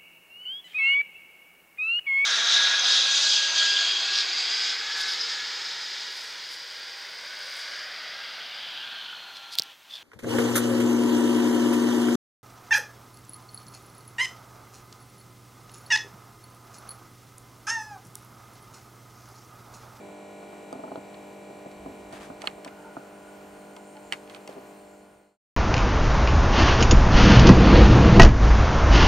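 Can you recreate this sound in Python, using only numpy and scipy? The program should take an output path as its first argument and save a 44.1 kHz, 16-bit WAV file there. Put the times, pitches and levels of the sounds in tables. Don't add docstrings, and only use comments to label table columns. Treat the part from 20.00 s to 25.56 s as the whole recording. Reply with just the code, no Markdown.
import sys
import numpy as np
from scipy import signal
from scipy.fft import rfft, irfft, next_fast_len
from scipy.io import wavfile
from scipy.ndimage import uniform_filter1d

SR = 44100
rng = np.random.default_rng(int(sys.argv[2]) if len(sys.argv) > 2 else 0)


def to_wav(s):
    ch = np.atleast_2d(s).T
    pcm = np.round(np.clip(ch, -1, 1) * 32767)
    wavfile.write(sys.argv[1], SR, pcm.astype(np.int16))


N = 245343
TIME_S = np.arange(N) / SR
MAINS_HZ = 49.985
HARMONIC_HZ = np.arange(240) * MAINS_HZ
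LEFT_RIGHT = np.array([[1], [-1]])

# time_s, closeness
CLOSENESS = [(0, 0.99), (1.2, 0.9), (2.0, 0.79), (2.6, 0.58), (2.7, 0.2), (3.45, 0.09), (4.3, 0.15),
             (4.6, 0.05)]
# pitch_hz, level_db
CORE_LINES = [(199.2, -55), (301.5, -56), (349.9, -60.5), (398.4, -57), (452.2, -58), (500.6, -61),
              (549.1, -70.5), (597.5, -53.5), (651.4, -61.5), (699.8, -59), (748.3, -61.5), (802.1, -59.5),
              (850.6, -67), (899.0, -69), (947.5, -68.5), (1001, -63.5), (1050, -71), (1100, -72)]
TRAY_LINES_NEAR = [(1448, -69), (1650, -82), (1701, -75), (1800, -78), (1900, -70), (2100, -75),
                   (2148, -73), (2250, -77), (2299, -69), (2347, -64), (2400, -78), (2450, -76),
                   (2498, -76), (2552, -75), (2697, -76), (2848, -77), (2950, -75), (3747, -81),
                   (3898, -76), (4097, -80), (5647, -83), (5997, -83), (6250, -83), (6648, -83),
                   (7095, -81), (7300, -83), (7547, -78), (7650, -83), (7747, -74), (7849, -80),
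                   (8145, -82), (8349, -84), (8446, -85), (8748, -82), (8899, -85), (9948, -87)]
TRAY_LINES_FAR = [(1448, -68), (1900, -75), (2099, -75), (2148, -75), (2347, -72), (2848, -75), (2950, -80),
                  (3047, -80), (3101, -79), (3149, -77), (3596, -84), (4097, -81), (4151, -80), (5050, -86),
                  (5399, -86), (6449, -82), (6597, -83), (6648, -79), (6848, -82), (7547, -85), (7747, -81),
                  (8495, -80), (8748, -83), (8947, -83), (11396, -91)]
# frequency_hz, level_db
TRAY_WEAK_LINES = [(1120, -80), (1600, -86), (2500, -82.5), (4000, -89.5), (5500, -92.5), (8000, -93.5),
                   (10000, -94.5), (12000, -100)]
# frequency_hz, phase_rad
FIXTURE_PORT_PHASE = [(200, .05), (500, 0.44), (1000, .4), (2500, 0.97), (4000, .3), (8000, 0.84),
                      (12000, .4)]
SHELL_PORT_PHASE = [(100, .1), (300, 0.27), (650, 1.05), (850, 2.87), (1300, 0.59), (2200, 1.35),
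                    (4000, 0.55), (8000, 0.85), (12000, .3)]

# start_s, peak_db, brightness_db_per_octave, relative_thump_db
THUDS = [(0.427, -33, -1, -16), (0.528, -35, 6, -18), (0.725, -23, 6, -11), (0.751, -32.5, -2, -1),
         (0.791, -30.5, -2, -9), (0.835, -26.5, 0, -12), (0.876, -30.5, 3, -7.5), (0.914, -26, 2, -8),
         (0.954, -23.5, 2, -23.5), (0.972, -33, -5, 0.5), (1.499, -34, -7, -7.5), (1.657, -34, -6, -3),
         (1.858, -27.5, -6, -4.5), (1.893, -35.5, -12, 0), (1.913, -42.5, -8, -1), (2.128, -31.5, 3, -5),
         (2.298, -31.5, 7, -1), (2.437, -26, 7, -26.5), (2.472, -27.5, 13, -16), (2.579, -35.5, -7, -7.5),
         (2.659, -29.5, 4, -8), (2.965, -24, 8.5, -7.5), (3.765, -35.5, 5, -18),
         (4.122, -35.5, -5.5, -16.5), (4.488, -31, -6, -13.5), (4.562, -33.5, -16, -8.5),
         (4.576, -36, -4, -5)]
# start_s, crack_peak_db, centre_hz, left_minus_right_db, relative_ring_db,
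# relative_treble_db
TICKS = [(0.7261, -45.5, 2700, 0, 6, 6), (0.9572, -40, 3770, -1, -9, -19), (1.1422, -41, 3900, 0, -3, -18),
         (1.7137, -47, 4300, 0.0, -12, -1), (2.125, -45, 3300, -5.5, 3, 6),
         (2.4175, -31.5, 3230, -6, 1, -2), (2.441, -38, 2610, -4, -7, -10),
         (2.4719, -10, 3490, -4.5, -12, -18), (2.4996, -41, 2720, -6, -10, -19),
         (2.6458, -43, 2500, 1, 10.5, 12), (2.6752, -41.5, 2680, -2.0, 6.5, -4),
         (3.7638, -38.5, 2920, -1, 0, -2), (3.9673, -42.5, 3170, -3.5, 0, -12),
         (4.1229, -12, 2410, -5, -4.5, -12), (4.1312, -23.5, 1850, 4.5, 0.5, -5.5),
         (4.2747, -43, 3100, -3, -10, -9), (4.297, -36, 3040, -7, -10, -7),
         (4.3463, -31, 3280, -8, -8.5, -16), (4.361, -40.5, 3180, -1.5, 2, -11),
         (4.4746, -36, 2620, 1, 0.5, 3), (4.4961, -46, 2620, -6, -4, 0), (4.5269, -46, 4580, -1, -17, -29)]
# pitch_hz, relative_db, t60_s
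THUMP_MODES = [(146.3, -15, 0.07), (208, -5, 0.041), (278.6, 0.5, 0.069), (330, -6, 0.042)]
THUD_MODES = [(385, -6, 0.091), (521.6, -0.5, 0.068), (660.3, 7.5, 0.049), (860, -4, 0.13),
              (1016, 0.5, 0.039), (1256, -6.5, 0.039), (1447, -9.5, 0.039)]
TICK_MODES = [(570, -8, 0.015), (884, -2, 0.055), (1328, -9, 0.01), (1754, -7, 0.051), (2156, -1, 0.043),
              (2460, -7, 0.038), (2850, 0.5, 0.031), (2900, 1, 0.018), (4540, -9, 0.022)]
TREBLE_MODES = [(4530, -7, 0.022), (5540, -4, 0.01), (6470, -1, 0.0073), (5730, -3, 0.0042),
                (8010, -4, 0.014), (9200, -9.5, 0.0054), (9700, -5.5, 0.0079), (11760, -12, .005),
                (13100, -11, 0.005), (14500, -15.5, 0.005)]
CRACK_MODES = [(2050, -1.5), (2600, -3.5), (3200, -2), (4200, -1)]  # pitch_hz, relative_db only
# start_s, hold_s, level_db
SLIDES = [(2.126, 0.047, -47.5), (2.21, 0.047, -49.5), (2.413, 0.008, -50), (2.455, 0.014, -47.5),
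          (2.648, 0.029, -55.5), (4.124, 0.017, -46.5), (4.304, .01, -52.5), (4.341, 0.0265, -57.5),
          (4.493, 0.036, -54.5)]
CAVITY_DRONES = [(0.74, 0.16, -58.5), (1.876, 0.095, -50)]
# frequency_hz, relative_density_db
RUSTLE_SPECTRUM = [(300, -19), (1200, 8), (2500, 1.5), (5000, -7), (9000, -9), (15000, -25.5)]
# peak_s, level_db
GRIP_SHIFTS = [(1.2, -71), (1.9, -63), (2.15, -59.5), (2.62, -67), (5.1, -70)]

# start_s, length_s, start_hz, end_hz, level_db
SQUEAKS = [(2.75, 0.087, 895, 890, -56), (2.84, 0.057, 910, 894, -48.5), (3.94, .06, 863, 850, -51),
           (4.02, 0.075, 906, 906, -59)]
# time_s, level_db
WHIRR_LEVEL = [(0, -65), (1.5, -74.5), (2.62, -73), (2.69, -56.5), (3.3, -60), (3.45, -61), (4.0, -66),
               (4.25, -80.5), (5.1, -64)]
SIZZLE_LEVEL = [(0, -77), (2.0, -76), (2.7, -71.5), (4.0, -67.5), (4.6, -71), (5.101, -67)]
# centre_hz, width_hz, relative_db
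SIZZLE_BANDS = [(6650, 410, -9.5), (7440, 1100, -1), (8800, 900, -1.5), (9420, 770, -7.5)]
# frequency_hz, relative_density_db
ROOM_SPECTRUM_NEAR = [(12, -58.5), (25, -22), (70, -10), (150, -1), (300, 0.5), (600, -2), (1000, -7.5),
                      (1300, -12.5), (2000, -18), (2370, -16), (3500, -22), (5200, -27.5), (7800, -24.5),
                      (10500, -31), (15800, -33.5)]
ROOM_SPECTRUM_FAR = [(12, -56), (25, -17.5), (70, -14.5), (150, -2.5), (300, -1.5), (600, -5), (1000, -7),
                     (1280, -11), (1800, -13), (3000, -19), (3600, -25), (6000, -24.5), (9000, -45.5),
                     (10500, -28.5), (15800, -30)]
# frequency_hz, side_minus_mid_db
ROOM_WIDTH = [(20, -21), (120, -17.5), (300, -13.5), (700, -5), (1500, -2.5), (3500, -4.5), (8000, -24.5),
              (12000, -12)]
# centre_hz, width_hz, near_db, far_db
HISS_BANDS = [(11550, 160, -80, -89), (4290, 430, -76.5, -72.5), (13250, 500, -91.5, -78)]


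def fixture(closeness):
    hz = HARMONIC_HZ
    jitter = np.minimum(0.6 + hz / 1500, np.pi) * rng.standard_normal(len(hz))
    sweep = np.pi * 1.2e-5 * hz ** 2
    port_phase = over_hz(FIXTURE_PORT_PHASE, hz) * rng.standard_normal(len(hz))
    phase = jitter + sweep + port_phase / 2 * LEFT_RIGHT
    return ballast_hum(phase) + tray_buzz(phase, closeness)


def ballast_hum(phase, flutter_db=0.61):
    out = 0
    for line in CORE_LINES:
        flutter = wander(25) + 0.46 * wander(25) * LEFT_RIGHT
        out = out + mains_wave(harmonic_power([line]), phase) * undb(flutter_db * flutter)
    return out


def tray_buzz(phase, closeness, spread_db=6.5):
    out = 0
    for lines, share in ((TRAY_LINES_NEAR, closeness), (TRAY_LINES_FAR, 1 - closeness)):
        scatter_db = spread_db * rng.uniform(-1, 1, len(HARMONIC_HZ))
        weak_db = over_hz(TRAY_WEAK_LINES, HARMONIC_HZ) + scatter_db
        weak = undb(2 * weak_db) * (HARMONIC_HZ > TRAY_WEAK_LINES[0][0])
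        strong = harmonic_power(lines)
        power = np.where(strong > 0, strong, weak)
        out = out + share * undb(0.27 * wander(7)) * mains_wave(power, phase)
    return out


def harmonic_power(lines):
    power = np.zeros(len(HARMONIC_HZ))
    for hz, db in lines:
        power[round(hz / MAINS_HZ)] = undb(2 * db)
    return power


def mains_wave(power, phase, max_lead_rad=0.46, size=2 ** 14):
    lead = max_lead_rad * np.tanh(HARMONIC_HZ / 500) / 2 * LEFT_RIGHT
    cycle = irfft(np.sqrt(power / 2) * np.exp(1j * (phase + lead)), size) * size
    turns = MAINS_HZ * TIME_S
    return cycle[:, (turns % 1 * size).astype(int)]


def shell_thuds(pan_db=-0.72):
    out = np.zeros((2, N))
    for start_s, db, tilt_db, thump_db in THUDS:
        thump = shell_ring(THUMP_MODES, rise_s=0.006, roughness=0.18)
        modes = [(hz, level + tilt_db * np.log2(hz / 660), t60) for hz, level, t60 in THUD_MODES]
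        knock = shell_ring(modes, rise_s=0.0035, roughness=0.25, scatter_rad=1.2)
        add(out, thump, start_s, db + thump_db, pan_db)
        add(out, knock, start_s, db, pan_db)
    return out


def shell_ticks(crack_t60_s=0.0074, focus_db=30.5):
    out = np.zeros((2, N))
    for start_s, db, centre_hz, pan_db, ring_db, treble_db in TICKS:
        modes = [(hz, level - focus_db * np.log2(hz / centre_hz) ** 2, crack_t60_s)
                 for hz, level in CRACK_MODES]
        crack = shell_ring(modes, rise_s=0.00143, roughness=0.21, scatter_rad=0.1)
        ring = shell_ring(TICK_MODES, rise_s=0.002047, roughness=1.0)
        treble = shell_ring(TREBLE_MODES, rise_s=0.0017, roughness=0.44)
        add(out, crack + undb(ring_db) * ring + undb(treble_db) * treble, start_s, db, pan_db)
    return out


def shell_ring(modes, rise_s, roughness, scatter_rad=3.32):
    t = np.arange(int(0.15 * SR)) / SR
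    out = 0
    for hz, db, t60_s in modes:
        onset, width, detune = rng.standard_normal(3)
        port_phase = (1 + 0.45 * width) * over_hz(SHELL_PORT_PHASE, hz)
        phase = scatter_rad * onset + port_phase / 2 * LEFT_RIGHT
        tone = np.sin(2 * np.pi * hz * (1 + 0.021 * detune) * (t - rise_s) + phase)
        wobble = 1 + roughness * wander(hz, len(t))
        out = out + undb(db) * wobble * tone * 1000 ** (-t / t60_s)
    out = out * np.minimum(t / rise_s, 1) ** 3
    return out / np.abs(out).max()


def shell_rustle():
    grain_db = 2 * rng.exponential(size=N // 40 + 1).repeat(40)[:N]
    mid, side = rng.standard_normal((2, N)) * undb(grain_db)
    grains = mid + 0.5 * side * LEFT_RIGHT
    rustle = coloured(grains / grains.std(), lambda hz: undb(over_hz(RUSTLE_SPECTRUM, hz)))
    return rustle * sum(swell(*slide) for slide in SLIDES)


def cavity_drone():
    drive = sum(swell(*drone) for drone in CAVITY_DRONES)
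    return noise_band(centre_hz=246, width_hz=40) * undb(2.7 * wander(30)) * drive


def hand_rumble(rest_db=-75.5, db_per_s=75.5):
    shifts = sum(swell(peak_s, 0, db, db_per_s, db_per_s) for peak_s, db in GRIP_SHIFTS)
    return noise_band(centre_hz=71, width_hz=86) * (undb(rest_db) + shifts) * undb(1.8 * wander(9))


def squeaks():
    out = np.zeros((2, N))
    for start_s, length_s, start_hz, end_hz, db in SQUEAKS:
        hz = np.linspace(start_hz, end_hz, int(length_s * SR))
        tone = np.sin(2 * np.pi * np.cumsum(hz) / SR)
        add(out, np.sqrt(2 * np.hanning(len(hz))) * tone, start_s, db)
    return out


def whirr():
    return noise_band(centre_hz=1431, width_hz=120) * undb(over_time(WHIRR_LEVEL) + wander(23))


def sizzle():
    out = 0
    for centre_hz, width_hz, db in SIZZLE_BANDS:
        noise = noise_band(centre_hz, width_hz) + 0.23 * noise_band(centre_hz, width_hz) * LEFT_RIGHT
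        out = out + noise * undb(over_time(SIZZLE_LEVEL) + db + 1.4 * wander(22))
    return out


def room_noise(closeness, level_db=-52):
    mid, side = rng.standard_normal((2, N))
    side_gain = undb(over_hz(ROOM_WIDTH, np.arange(N // 2 + 1) * SR / N))
    noise = mid + irfft(rfft(side) * side_gain, N) * LEFT_RIGHT
    near = coloured(noise, lambda hz: undb(over_hz(ROOM_SPECTRUM_NEAR, hz))) * undb(0.3)
    far = coloured(noise, lambda hz: undb(over_hz(ROOM_SPECTRUM_FAR, hz))) * undb(-0.3)
    out = (closeness * near + (1 - closeness) * far) * undb(level_db + 0.5 * wander(6.1))
    for centre_hz, width_hz, near_db, far_db in HISS_BANDS:
        hiss_db = far_db + (near_db - far_db) * closeness + 2.1 * wander(18)
        out += noise_band(centre_hz, width_hz) * undb(hiss_db)
    return out


def noise_band(centre_hz, width_hz):
    return coloured(rng.standard_normal(N), lambda hz: 1 / (1 + (2 * (hz - centre_hz) / width_hz) ** 2))


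def coloured(noise, gain_at_hz):
    size = next_fast_len(N)
    gain = gain_at_hz(np.arange(size // 2 + 1) * SR / size)
    return irfft(rfft(noise, size) * gain, size)[..., :N] / np.sqrt(np.mean(gain ** 2))


def wander(rate_hz, size=N):
    hold = int(SR / rate_hz)
    steps = np.repeat(rng.standard_normal(size // hold + 1), hold)
    return 2.05 * uniform_filter1d(uniform_filter1d(steps, hold), hold)[:size]


def swell(start_s, hold_s, db, rise_db_per_s=1202.5, fall_db_per_s=330.5):
    t = TIME_S - start_s
    return undb(db + np.minimum(t, 0) * rise_db_per_s - np.maximum(t - hold_s, 0) * fall_db_per_s)


def add(track, sound, start_s, db, pan_db=0):
    start = int(start_s * SR)
    track[:, start:start + sound.shape[-1]] += sound * undb(db + pan_db / 2 * LEFT_RIGHT)


def over_hz(table, hz):
    points_hz, values = np.transpose(table)
    return np.interp(np.log(np.maximum(hz, 1)), np.log(points_hz), values)


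def over_time(table):
    return np.interp(TIME_S, *np.transpose(table))


def undb(db):
    return 10 ** (np.asarray(db) / 20)


def scene():
    closeness = over_time(CLOSENESS)
    hum = fixture(closeness) * undb(np.interp(closeness, (0, 1), (-0.98, 1.9)))
    handling = shell_thuds() + shell_ticks() + shell_rustle() + cavity_drone() + hand_rumble()
    room = room_noise(closeness) * undb(-2 * (1 - closeness))
    return hum + handling + squeaks() + whirr() + sizzle() + room


def record(dry, bottom_hz=25, top_hz=15750, fade_s=(4.66, 5.374)):
    fade = 1 - np.interp(TIME_S, fade_s, (0, 1)) ** 1.29
    high_pass = signal.butter(2, bottom_hz, "high", fs=SR, output="sos")
    low_pass = signal.ellip(12, 0.2, 60, top_hz, fs=SR, output="sos")
    return signal.sosfilt(low_pass, signal.sosfilt(high_pass, dry) * fade)


dry = scene()
out = record(dry)
to_wav(out)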